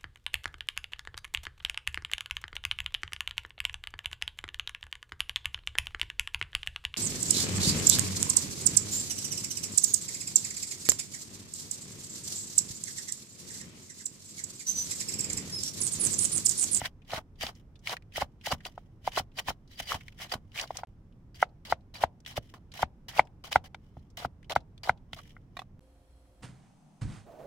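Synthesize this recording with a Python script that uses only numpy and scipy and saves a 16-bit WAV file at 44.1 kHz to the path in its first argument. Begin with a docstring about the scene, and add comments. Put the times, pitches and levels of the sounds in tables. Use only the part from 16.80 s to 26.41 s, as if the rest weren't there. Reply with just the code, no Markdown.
"""Slicing onions on a wooden board

A kitchen knife slices green onion, then half an onion, on a thick wooden board close by.
Each stroke is a burst of random clicks with a singing blade and a shaken board; fibres snap as short
noise bands, the edge knocks as dents and damped wood modes, and slices rattle a tray at the end.
Low noise rumbles underneath, then gives way to a gas stove of hissing noise and wavering hum.
Two brief silences divide the scene."""
import sys
import numpy as np
from scipy import signal
from scipy.fft import rfft, irfft, next_fast_len
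from scipy.io import wavfile
from scipy.ndimage import uniform_filter1d, map_coordinates

SR = 44100
rng = np.random.default_rng(int(sys.argv[2]) if len(sys.argv) > 2 else 0)


def unload_wav(signal):
    """Save mono or channel-first audio to the path in sys.argv[1] as 16-bit WAV at rate SR, clipped to [-1, 1]."""
    wavfile.write(
        sys.argv[1],
        SR,
        np.round(np.clip(np.atleast_2d(signal).T, -1, 1) * 32767).astype(np.int16),
    )


N = 423801


def amp(db):
    """Gain of a level in dB."""
    return 10 ** (np.asarray(db) / 20)


def unit(x):
    """x at rms 1."""
    return x / np.sqrt(np.mean(x ** 2) + 1e-20)


def along(points, hz):
    """Value at hz, read between (Hz, value) points on a log axis."""
    f, v = np.transpose(points)
    return np.interp(np.log(hz + 1), np.log(f + 1), v)


def wobble(rate):
    """A smooth random curve, rate knots a second."""
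    knots = rng.standard_normal(int(N * rate / SR) + 4)
    return map_coordinates(knots, [np.arange(N) * rate / SR])


def ramps(t, start, end, up_db_per_s, down_db_per_s):
    """dB below the hold: a swell up to start and a fade after end."""
    return up_db_per_s * np.minimum(t - start, 0) - down_db_per_s * np.maximum(t - end, 0)


def add_at(out, start, sound):
    """Mix a sound into out from sample start."""
    out[:, start:][:, :sound.shape[1]] += sound


def filtered(x, response):
    """x times a complex response of frequency."""
    m = next_fast_len(N + SR // 2)
    return irfft(rfft(x, m) * response(np.fft.rfftfreq(m, 1 / SR)), m)[..., :N]


def resonances(modes):
    """Response of damped resonances (f/Hz, width/Hz, level/dB), added with alternating sign."""
    def response(f):
        return sum((-1) ** k * amp(db) * 1j * f * width / (centre ** 2 - f * f + 1j * f * width)
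                   for k, (centre, width, db) in enumerate(modes))
    return response


# Likeness of the two ears: (f/Hz, left-right correlation)
STEREO_LIKENESS = [(60, 0.94), (180, 0.99), (550, 0.85), (1650, 0.07), (4970, 0.056), (15000, 0.056)]


def pair(two, spectrum):
    """Two unrelated signals coloured and mixed to a stereo pair of rms 1."""
    def colour(hz):
        turn = np.arccos(np.clip(along(STEREO_LIKENESS, hz), -1, 1)) / 2
        return amp(along(spectrum, hz)) * [np.cos(turn), np.sin(turn)]
    mid, side = filtered(two, colour)
    return unit(np.array([mid + side, mid - side]))


def cells(per_s, spread_db, clump_db):
    """Dense random clicks of uneven size that come in clumps of a few ms."""
    hit = rng.random((2, N)) < per_s / SR
    uneven_db = spread_db * np.minimum(rng.exponential(size=(2, N)), 4)
    size = amp(uneven_db + clump_db * wobble(150))
    return hit * size * rng.standard_normal((2, N))


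def ring(modes, t, attack):
    """Damped modes that swell while the contact builds, with new strengths at every blow."""
    swell = (1 - np.exp(-t / attack)) ** 2
    scatter_db = rng.normal(0, 2, len(modes))
    return swell * sum(amp(db + d - 60 * t / t60) * np.sin(2 * np.pi * hz * t)
                       for (hz, db, t60), d in zip(modes, scatter_db))


# Strokes and slides of the blade, from bite until through: (t/s, length/s, crackle level/dB at the bite,
# level/dB halfway, level/dB when through, board level/dB relative to the crackle)
BLADE_STROKES = [(0.002, 0.056, -45, -49, -37.5, -2), (0.287, 0.093, -58, -41.5, -44, 6),
                 (0.624, 0.068, -36.5, -46, -45.5, 4), (1.066, 0.064, -43.5, -44, -37, 2.5),
                 (1.373, 0.044, -32.5, -49.5, -36.5, 3.5), (1.668, 0.057, -34.5, -50.5, -34, 4),
                 (1.868, 0.0036, -42, -42, -52.5, 6), (2.252, 0.02, -55.5, -53.5, -40.5, -1),
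                 (2.318, 0.069, -59, -48, -31.5, 1), (2.587, 0.0071, -38.5, -41, -38, 3),
                 (2.686, 0.01, -33.5, -37, -34, 4.5), (2.915, 0.04, -57, -58.5, -66, -19),
                 (3.002, 0.029, -35, -55, -48.5, -6), (3.074, 0.081, -47, -36, -41.5, 2),
                 (3.387, 0.085, -56, -42.5, -63, -0.5), (3.524, 0.018, -37.5, -42.5, -38.5, 4.5),
                 (3.759, 0.081, -46.5, -40.5, -48, 4.5), (3.958, 0.034, -48.5, -61, -46.5, 6.5),
                 (4.545, 0.086, -57.5, -60.5, -41, -9), (4.851, 0.069, -50.5, -53.5, -41, -1.5),
                 (5.141, 0.1, -49.5, -56, -37.5, 3), (5.462, 0.095, -51, -52, -66, 1.5),
                 (5.558, 0.031, -49.5, -34.5, -53, 0), (5.739, 0.045, -56, -65.5, -75.5, 7),
                 (5.939, 0.0885, -50, -53, -40.5, 1.5), (6.284, 0.11, -45.5, -58.5, -36, 2.5),
                 (6.64, 0.062, -48.5, -52, -63, 2.5), (6.707, 0.024, -65, -40.5, -35.5, 3),
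                 (6.738, 0.021, -44, -43, -37.5, -8), (6.841, 0.039, -60, -54.5, -68, 3),
                 (7.372, 0.088, -44.5, -50, -49, 6.5), (7.697, 0.038, -38.5, -42.5, -47.5, 4.5),
                 (7.754, 0.0091, -39, -46, -36.5, 6), (8.034, 0.065, -45, -54.5, -44.5, 7.5),
                 (8.364, 0.042, -59, -59.5, -61.5, 4)]
# Fingers and loose slices rubbing: (loudest t/s, level/dB, swell/s, fade/s)
LOOSE_RUBS = [(0.759, -64, 0.028, 0.057), (1.919, -71.5, 0.39, 0.21), (3.2, -63, 0.26, 0.21),
              (3.89, -59.5, .15, 0.14), (5.649, -65.5, .08, 0.16), (7.06, -75, 0.073, 0.097),
              (7.188, -75.5, 0.067, 0.099), (8.339, -60.5, 0.014, 0.12), (8.501, -65, .15, 0.084),
              (8.8, -64, 0.058, 0.037)]
# Colour of the bursting cells: (f/Hz, level/dB per Hz)
CRACKLE_SPECTRUM = [(880, -34), (1500, -13.5), (1970, -2.5), (2680, -8), (3000, 2.5), (4390, -16),
                    (5310, -6), (7620, -16.5), (14500, -19), (15900, -17.5), (16500, -32)]
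# Singing modes of the blade: (f/Hz, width/Hz, level/dB)
BLADE_MODES = [(1900, 500, 1), (3100, 170, -6), (4025, 250, 1), (4720, 130, 2), (4930, 47, -15)]
# Grinding modes of the wood: (f/Hz, width/Hz, level/dB)
WOOD_MODES = [(714, 260, 1.5), (1240, 240, -4), (1460, 93, -4)]
# How fast crackle swells to the bite and dies once through: (dB/s up, dB/s down)
STALKS, BULB = (850, 937), (17000, 6100)
BULB_S = 4.3  # strokes from here on cut the half onion
# The board carries more as the edge nears it (stalks, bulb), and little before the bite
PRESS_DB_PER_S, LEAD_DB_PER_S = (148, 71.5), 302
RUSTLE_SPAN_DB = 19  # rise over a rub's swell time, and fall over its fade time


def slicing():
    """Bursting cells fizz in the air, set the blade singing and shake the board; loose slices rub."""
    (air, board), clock = np.zeros((2, N)), np.arange(N) / SR
    for s, length, bite_db, half_db, through_db, share_db in BLADE_STROKES:
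        end = s + length
        near = slice(max(round(s * SR) - SR // 5, 0), round(end * SR) + SR // 5)
        t = clock[near]
        db = np.interp(t, [s, (s + end) / 2, end], [bite_db, half_db, through_db])
        db = db + ramps(t, s, end, *(STALKS if s < BULB_S else BULB))
        press_db = np.clip(PRESS_DB_PER_S[int(s > BULB_S)] * (t - end), -22, 8)
        lead_db = LEAD_DB_PER_S * np.minimum(t - s, 0)
        air[near] += amp(db)
        board[near] += amp(db + share_db + press_db + lead_db)
    loose = sum(amp(db + ramps(clock, s, s, RUSTLE_SPAN_DB / up, RUSTLE_SPAN_DB / down))
                for s, db, up, down in LOOSE_RUBS)
    flat = [(100, 0)]
    fizz = pair(cells(12000, spread_db=1.8, clump_db=2.7), CRACKLE_SPECTRUM)
    # each blade mode wakes at its own moments
    singing = [amp(4.5 * wobble(40)) * filtered(cells(1500, spread_db=2, clump_db=2.5), resonances([mode]))
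               for mode in BLADE_MODES]
    blade = pair(sum(singing), flat)
    grind = pair(filtered(cells(2200, spread_db=2.5, clump_db=4.5), resonances(WOOD_MODES)), flat)
    rustle = pair(cells(4000, spread_db=2.2, clump_db=4.5), CRACKLE_SPECTRUM)
    cut = air * (amp(-1.0) * fizz + amp(-3.5) * blade)
    return cut + amp(-2.0) * board * grind + loose * (rustle + 0.25 * blade)


# Edge on wood: (t/s, level/dB, board pitch f/Hz, octave level/dB, hardness level/dB,
# counter thud level/dB before its cap)
EDGE_KNOCKS = [(0.016, -26.5, 702, -12, -8, -13), (0.334, -22, 665, -9, -12.5, -22),
               (0.373, -34, 735, -5, -19, -4), (0.635, -27, 633, -9, -11, -13),
               (1.38, -25.5, 635, -11, -36.5, -22), (1.421, -18, 730, -17, -13, -19.5),
               (1.672, -28.5, 688, -16, -25, -22), (1.725, -24, 947, -6, -10.5, -9),
               (1.978, -31, 694, -10, -36, -38), (2.276, -15.5, 721, -18.5, -29.5, -36.5),
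               (2.374, -28.5, 713, 0.5, -10, -29), (2.398, -26, 720, -10, -17.5, -11.5),
               (2.684, -23.5, 870, -8, -13.5, -14.5), (2.704, -26.5, 710, -9, -26, -18.5),
               (3.001, -30, 676, -8.5, -10.5, -18.5), (3.119, -20.5, 1060, -19.5, -28, -55),
               (3.144, -28.5, 835, -10, -23, -11), (3.547, -45.5, 610, -6.5, -20.5, 8.5),
               (3.8386, -32.5, 718, -8, -19.5, -23.5), (3.906, -24, 686, -22, -23.5, -45.5),
               (4.034, -27, 728, -11, -20.5, -26), (4.627, -10, 719, -3, -9.5, -54),
               (4.924, -11, 717, -9, -14, -28.5), (5.237, -9, 730, -15.5, -24, -29),
               (5.578, -22, 620, -10, -23, -13), (6.03, -12, 742, -11, -16, -20.5),
               (6.3936, -4.5, 744, -17.5, -9, -34), (6.7584, -7, 735, -7, -11, -26.5),
               (6.946, -37, 754, -3.5, -3.5, -34), (7.169, -42.5, 649, -13.5, -23.5, -2),
               (7.4488, -21, 706, -5.5, -21.5, -12.5), (7.762, -10.5, 718, -6, -17.5, -23.5),
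               (8.094, -10.5, 740, -4, -9, -24.5), (8.332, -38.5, 700, -4, -4, -6.5),
               (8.566, -54, 697, 7, 6, -23.5)]
# Board modes, the upper ones raised or lowered by each knock: (multiple of pitch, level/dB, t60/s)
BOARD_MODES = [(.48, -17, 0.014), (1, -9, 0.037), (1.549, -1, 0.014), (1.95, -8, 0.019), (2.951, -7, 0.015),
               (4.4, -26.5, 0.014)]
# Counter modes behind the thud: (f/Hz, level/dB, t60/s)
COUNTER_MODES = [(78.6, -4.5, 0.068), (116.4, 2.5, 0.039), (240, -3.5, 0.035)]


def knocks():
    """The edge dents the wood with overtones, then weaker board modes, grit and a late low thud."""
    out, t = np.zeros((2, N + SR)), np.arange(SR // 8) / SR
    lag = SR // 170  # the counter answers after the board
    u = t - .005  # time from the middle of the dent
    after = np.maximum(t - .0045, 0)
    for s, db, hz, octave_db, hard_db, thud_db in EDGE_KNOCKS:
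        modes = []
        for k, level, t60 in BOARD_MODES:
            extra_db = 0 if k < 1.7 else 10 + (octave_db if k < 2.5 else hard_db)
            modes.append((k * hz * rng.normal(1, .03), level + extra_db, t60))  # every spot differs
        turn = 2 * np.pi * hz * u
        tones = np.cos(1.111 * turn) - amp(octave_db) * np.cos(1.95 * turn) + amp(hard_db) * np.cos(2.9 * turn)
        dent = np.exp(-(u / 0.0012) ** 2) * tones
        mid = 0.9 * dent + amp(-8.5) * ring(modes, after, attack=0.00037)
        side = rng.choice([-1, 1]) * amp(-10) * ring(modes, after, attack=0.00099)
        band = signal.butter(2, [400, 3200], "band", fs=SR)
        grit = signal.lfilter(*band, rng.standard_normal((2, len(t))))
        # a short and a long fade
        grit *= amp(-18 - 60 * after / 0.04) + amp(-35.5 - 60 * after / 0.1)
        grit *= np.exp(np.minimum(u, 0) / 0.00091)
        # capped so that no thud is loud; a little weaker in the left ear than in the right
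        thud = amp(min(thud_db, -29 - db)) * ring(COUNTER_MODES, t, attack=.004) * amp([[-.8], [.8]])
        thud = amp(db + 12) * thud
        at = round((s - .0036) * SR)
        add_at(out, at, amp(db + 1.0) * (np.array([1.08 * mid + side, mid - side]) + grit))
        add_at(out, at + lag, thud)
    return out[:, :N]


# Single fibres and slices snapping: (t/s, level/dB, centre f/Hz)
FIBRE_SNAPS = [(0.0571, -22, 3360), (0.3047, -24.5, 2940), (0.3166, -28.5, 4100), (0.361, -21, 2000),
               (0.609, -22, 2010), (0.6183, -19, 3140), (0.666, -19, 3130), (1.072, -12.5, 2200),
               (1.094, -21, 4700), (1.0955, -22, 3000), (1.1136, -24, 2480), (1.1673, -21.5, 1920),
               (1.2224, -44, 2410), (1.3584, -19.5, 1960), (1.6596, -17, 2690), (1.8514, -20, 2890),
               (2.274, -22, 2084), (2.3618, -17, 2990), (2.3792, -19.5, 5130), (2.3905, -22, 5400),
               (2.587, -17.5, 2890), (2.9992, -19, 1940), (3.093, -28, 2850), (3.2812, -26.5, 2190),
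               (3.3244, -42.5, 2590), (3.3877, -39, 1830), (3.418, -28, 3890), (3.5174, -18.5, 1900),
               (3.7179, -43, 2900), (3.7582, -25, 2100), (3.776, -21, 2830), (3.7885, -18, 2400),
               (3.7966, -13, 2900), (3.812, -19.5, 5750), (3.8751, -36.5, 3960), (3.9697, -19, 6200),
               (3.9953, -42.5, 2180), (4.851, -37.5, 2160), (4.9093, -26, 2015), (5.154, -29.5, 2400),
               (5.2266, -27, 4270), (5.403, -47, 5600), (5.449, -39, 3060), (5.462, -25, 3320),
               (5.567, -23, 3040), (5.976, -31, 2654), (6.285, -29, 3070), (6.3762, -20, 2610),
               (6.4712, -43.5, 2160), (6.6432, -48.5, 2970), (6.7265, -12.5, 3005), (6.945, -31, 3280),
               (7.4, -31, 3550), (7.6287, -41.5, 2050), (7.6971, -21.5, 2000), (7.7198, -18.5, 3330),
               (7.9781, -41.5, 3520), (8.036, -28.5, 2290), (8.0652, -32.5, 3600), (8.3314, -21.5, 3140),
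               (8.5055, -42.5, 3203)]
# Faint ticks of slices that drop off the blade between cuts: (t/s, level/dB, centre f/Hz)
SLICE_TICKS = [(0.218, -48.5, 2500), (0.248, -52, 3470), (0.5556, -53, 3560), (0.75, -46.5, 5370),
               (0.955, -45, 3550), (.9906, -53, 5850), (1.3205, -41.5, 2600), (1.6105, -42, 2830),
               (1.804, -37.5, 1890), (2.2368, -52, 2730), (2.318, -30.5, 3070), (2.516, -53, 2700),
               (2.875, -50, 4530), (3.2076, -34.5, 2190), (3.494, -35, 3960), (4.3226, -59.5, 2960),
               (4.6894, -61, 4070), (5.006, -59, 4000), (5.691, -48.5, 3050), (5.917, -35.5, 4030),
               (6.45, -54, 5100), (7.191, -59, 4070), (7.301, -52.5, 5440), (7.642, -48, 3000),
               (7.803, -51, 4000), (8.173, -53, 3310), (8.387, -26, 1140), (8.4532, -47.5, 2010),
               (9.452, -52, 1217)]
SNAP_S, TICK_S = (0.0004, 0.023), (0.0012, 0.045)  # (attack/s, t60/s)


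def snaps():
    """Fibres click dry, dropping slices softer: noise around a pitch, unlike in the two ears."""
    out, t = np.zeros((2, N + SR)), np.arange(SR // 30) / SR
    clicks = [(*row, *SNAP_S) for row in FIBRE_SNAPS] + [(*row, *TICK_S) for row in SLICE_TICKS]
    for s, db, hz, attack, t60 in clicks:
        crack = rng.standard_normal((2, len(t))) + .5 * rng.standard_normal(len(t))
        band = signal.lfilter(*signal.butter(1, [hz / 1.2, hz * 1.2], "band", fs=SR), crack)
        tone = np.sin(2 * np.pi * hz * t)
        envelope = amp(db - 60 * t / t60) * (1 - np.exp(-t / attack)) ** 2
        click = 0.21 * amp(-60 * t / 0.0083) * crack + 1.1 * band + 0.19 * tone
        add_at(out, round(s * SR), envelope * click)
    # thin the lows below 700 Hz and soften the treble above 8.5 kHz
    return filtered(out[:, :N], lambda f: 1j * f / (700 + 1j * f) / (1 + 1j * f / 8500) ** 2)


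# Slices landing in the tray: (t/s, level/dB, hardness level/dB)
TRAY_TAPS = [(8.768, -32, 1), (8.791, -31.5, 3.5), (8.8174, -37.5, -14)]
# Ringing modes of the tray: (f/Hz, level/dB, t60/s)
TRAY_MODES = [(730, -2, 0.029), (1120, -1, 0.021), (1910, -8, 0.027), (2470, -10, 0.029),
              (3600, -7.5, 0.031), (4080, -17, 0.041), (5700, -27, 0.013)]


def tray():
    """Each slice that lands rattles the enamel tray briefly, a hard one in its upper modes too."""
    out, t = np.zeros((2, N + SR)), np.arange(SR // 8) / SR
    for s, db, hard_db in TRAY_TAPS:
        modes = [(hz * rng.normal(1, .03), level + hard_db * (hz > 1500), t60)
                 for hz, level, t60 in TRAY_MODES]
        rough = 1 + 2.5 * uniform_filter1d(rng.standard_normal((2, len(t))), size=24)
        band = signal.butter(2, [600, 4500], "band", fs=SR)
        grit = signal.lfilter(*band, rng.standard_normal((2, len(t))))
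        grit *= amp(-10 + .5 * hard_db - 60 * t / .05) * (1 - np.exp(-t / .001))
        rattle = np.array([ring(modes, t, attack=0.0011), ring(modes, t, attack=0.0006)])
        add_at(out, round(s * SR), amp(db) * (rough * rattle + grit))
    return out[:, :N]


# Decay of the room's answer: (f/Hz, t60/s)
WALL_DECAY = [(200, 0.33), (800, 0.021), (2500, 0.055), (10000, 0.019)]


def walls(x):
    """Each frequency dies at its own speed; a fresh random tail every quarter second varies the answer."""
    out, step = np.zeros((2, N + SR)), SR // 4
    for start in range(0, N, step):
        hz, t, z = signal.stft(rng.standard_normal((2, SR // 6)), SR, nperseg=128)
        decay = amp(-60 * t / along(WALL_DECAY, hz)[:, None])
        tail = signal.istft(z * decay, SR, nperseg=128)[1]
        tail[1] = 0.5 * tail[0] + 0.73 * tail[1]  # the ears hear partly the same tail
        wet = signal.fftconvolve(x[None, start:start + step], tail / np.linalg.norm(tail[0]), axes=1)
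        add_at(out, start + 150, wet)
    return out[:, :N]


# Colour of the room rumble: (f/Hz, level/dB per Hz)
KITCHEN_SPECTRUM = [(12, -32), (20, 2), (70, -1.5), (93, 0.5), (172, -5), (204, -7.5), (607, -26.5),
                    (976, -30), (3250, -46), (4500, -50), (5500, -47), (7000, -52.5), (16000, -59)]
# Colour of the burner hiss: (f/Hz, level/dB per Hz)
STOVE_SPECTRUM = [(12, -41), (20, -14.5), (65, 2), (116, -16), (285, -18), (459, -24), (513, -18),
                  (897, -27), (2390, -36.5), (3340, -38), (7310, -42), (8800, -42.5), (9950, -39.5),
                  (16000, -53)]
# Whistling bands of the gas jets, filtered twice: (f/Hz, width/Hz per pass, level/dB per pass)
JET_BANDS = [(3240, 75, 1), (4190, 111, 0.5), (5380, 320, -4.5), (7970, 130, 0), (9650, 81, 0),
             (10300, 70, -0.5), (10535, 70, -4)]
# Wavering tones at the stove: (f/Hz, level/dB)
HUM_TONES = [(59.2, -60), (118.4, -73), (279.9, -73.5), (360.7, -80.5), (520.8, -73), (705.2, -78.5)]
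KITCHEN_DB, STOVE_DB, JETS_DB = -56, -63, -82  # levels before the stereo balance and final gain
STOVE_S = 9.0  # the stove takes over from the rumble


def background():
    """Room rumble over the board; burner hiss, whistling jets and wavering tones at the stove."""
    t = np.arange(N) / SR
    stove = 1.0 * (t > STOVE_S)
    rumble = amp(KITCHEN_DB + 0.29 * wobble(3.5)) * pair(rng.standard_normal((2, N)), KITCHEN_SPECTRUM)
    hiss = amp(STOVE_DB) * pair(rng.standard_normal((2, N)), STOVE_SPECTRUM)
    whistle = filtered(rng.standard_normal((2, N)), lambda f: resonances(JET_BANDS)(f) ** 2)
    jets = amp(JETS_DB + 2.5 * wobble(12)) * unit(whistle)
    hum = sum(amp(db + 1.6 * wobble(10)) * np.sin(2 * np.pi * hz * t + 0.28 * wobble(14))
              for hz, db in HUM_TONES)
    balance = amp([[-.7], [.7]])  # dB, left and right
    return ((1 - stove) * rumble + stove * (hiss + jets + hum)) * balance


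# Brief silences: (from t/s, to t/s)
SILENCES = [(4.049, 4.072), (8.994, 9.007)]
GAIN_DB = 2


def scene():
    """Knife, board, tray, room and background, with all sound off in the brief silences."""
    near, t = knocks() + slicing() + snaps() + tray(), np.arange(N) / SR
    heard = np.prod([(t < start) | (t > end) for start, end in SILENCES], axis=0)
    room = amp(-22.5) * walls(near.mean(axis=0))
    return (near + room + background()) * amp(GAIN_DB) * heard


TOP_HZ = 15900


def record(dry):
    """A steep low-pass removes the treble above the band limit."""
    return filtered(dry, lambda hz: 1 / (1 + (hz / TOP_HZ) ** 120))


dry = scene()
out = record(dry)
unload_wav(out)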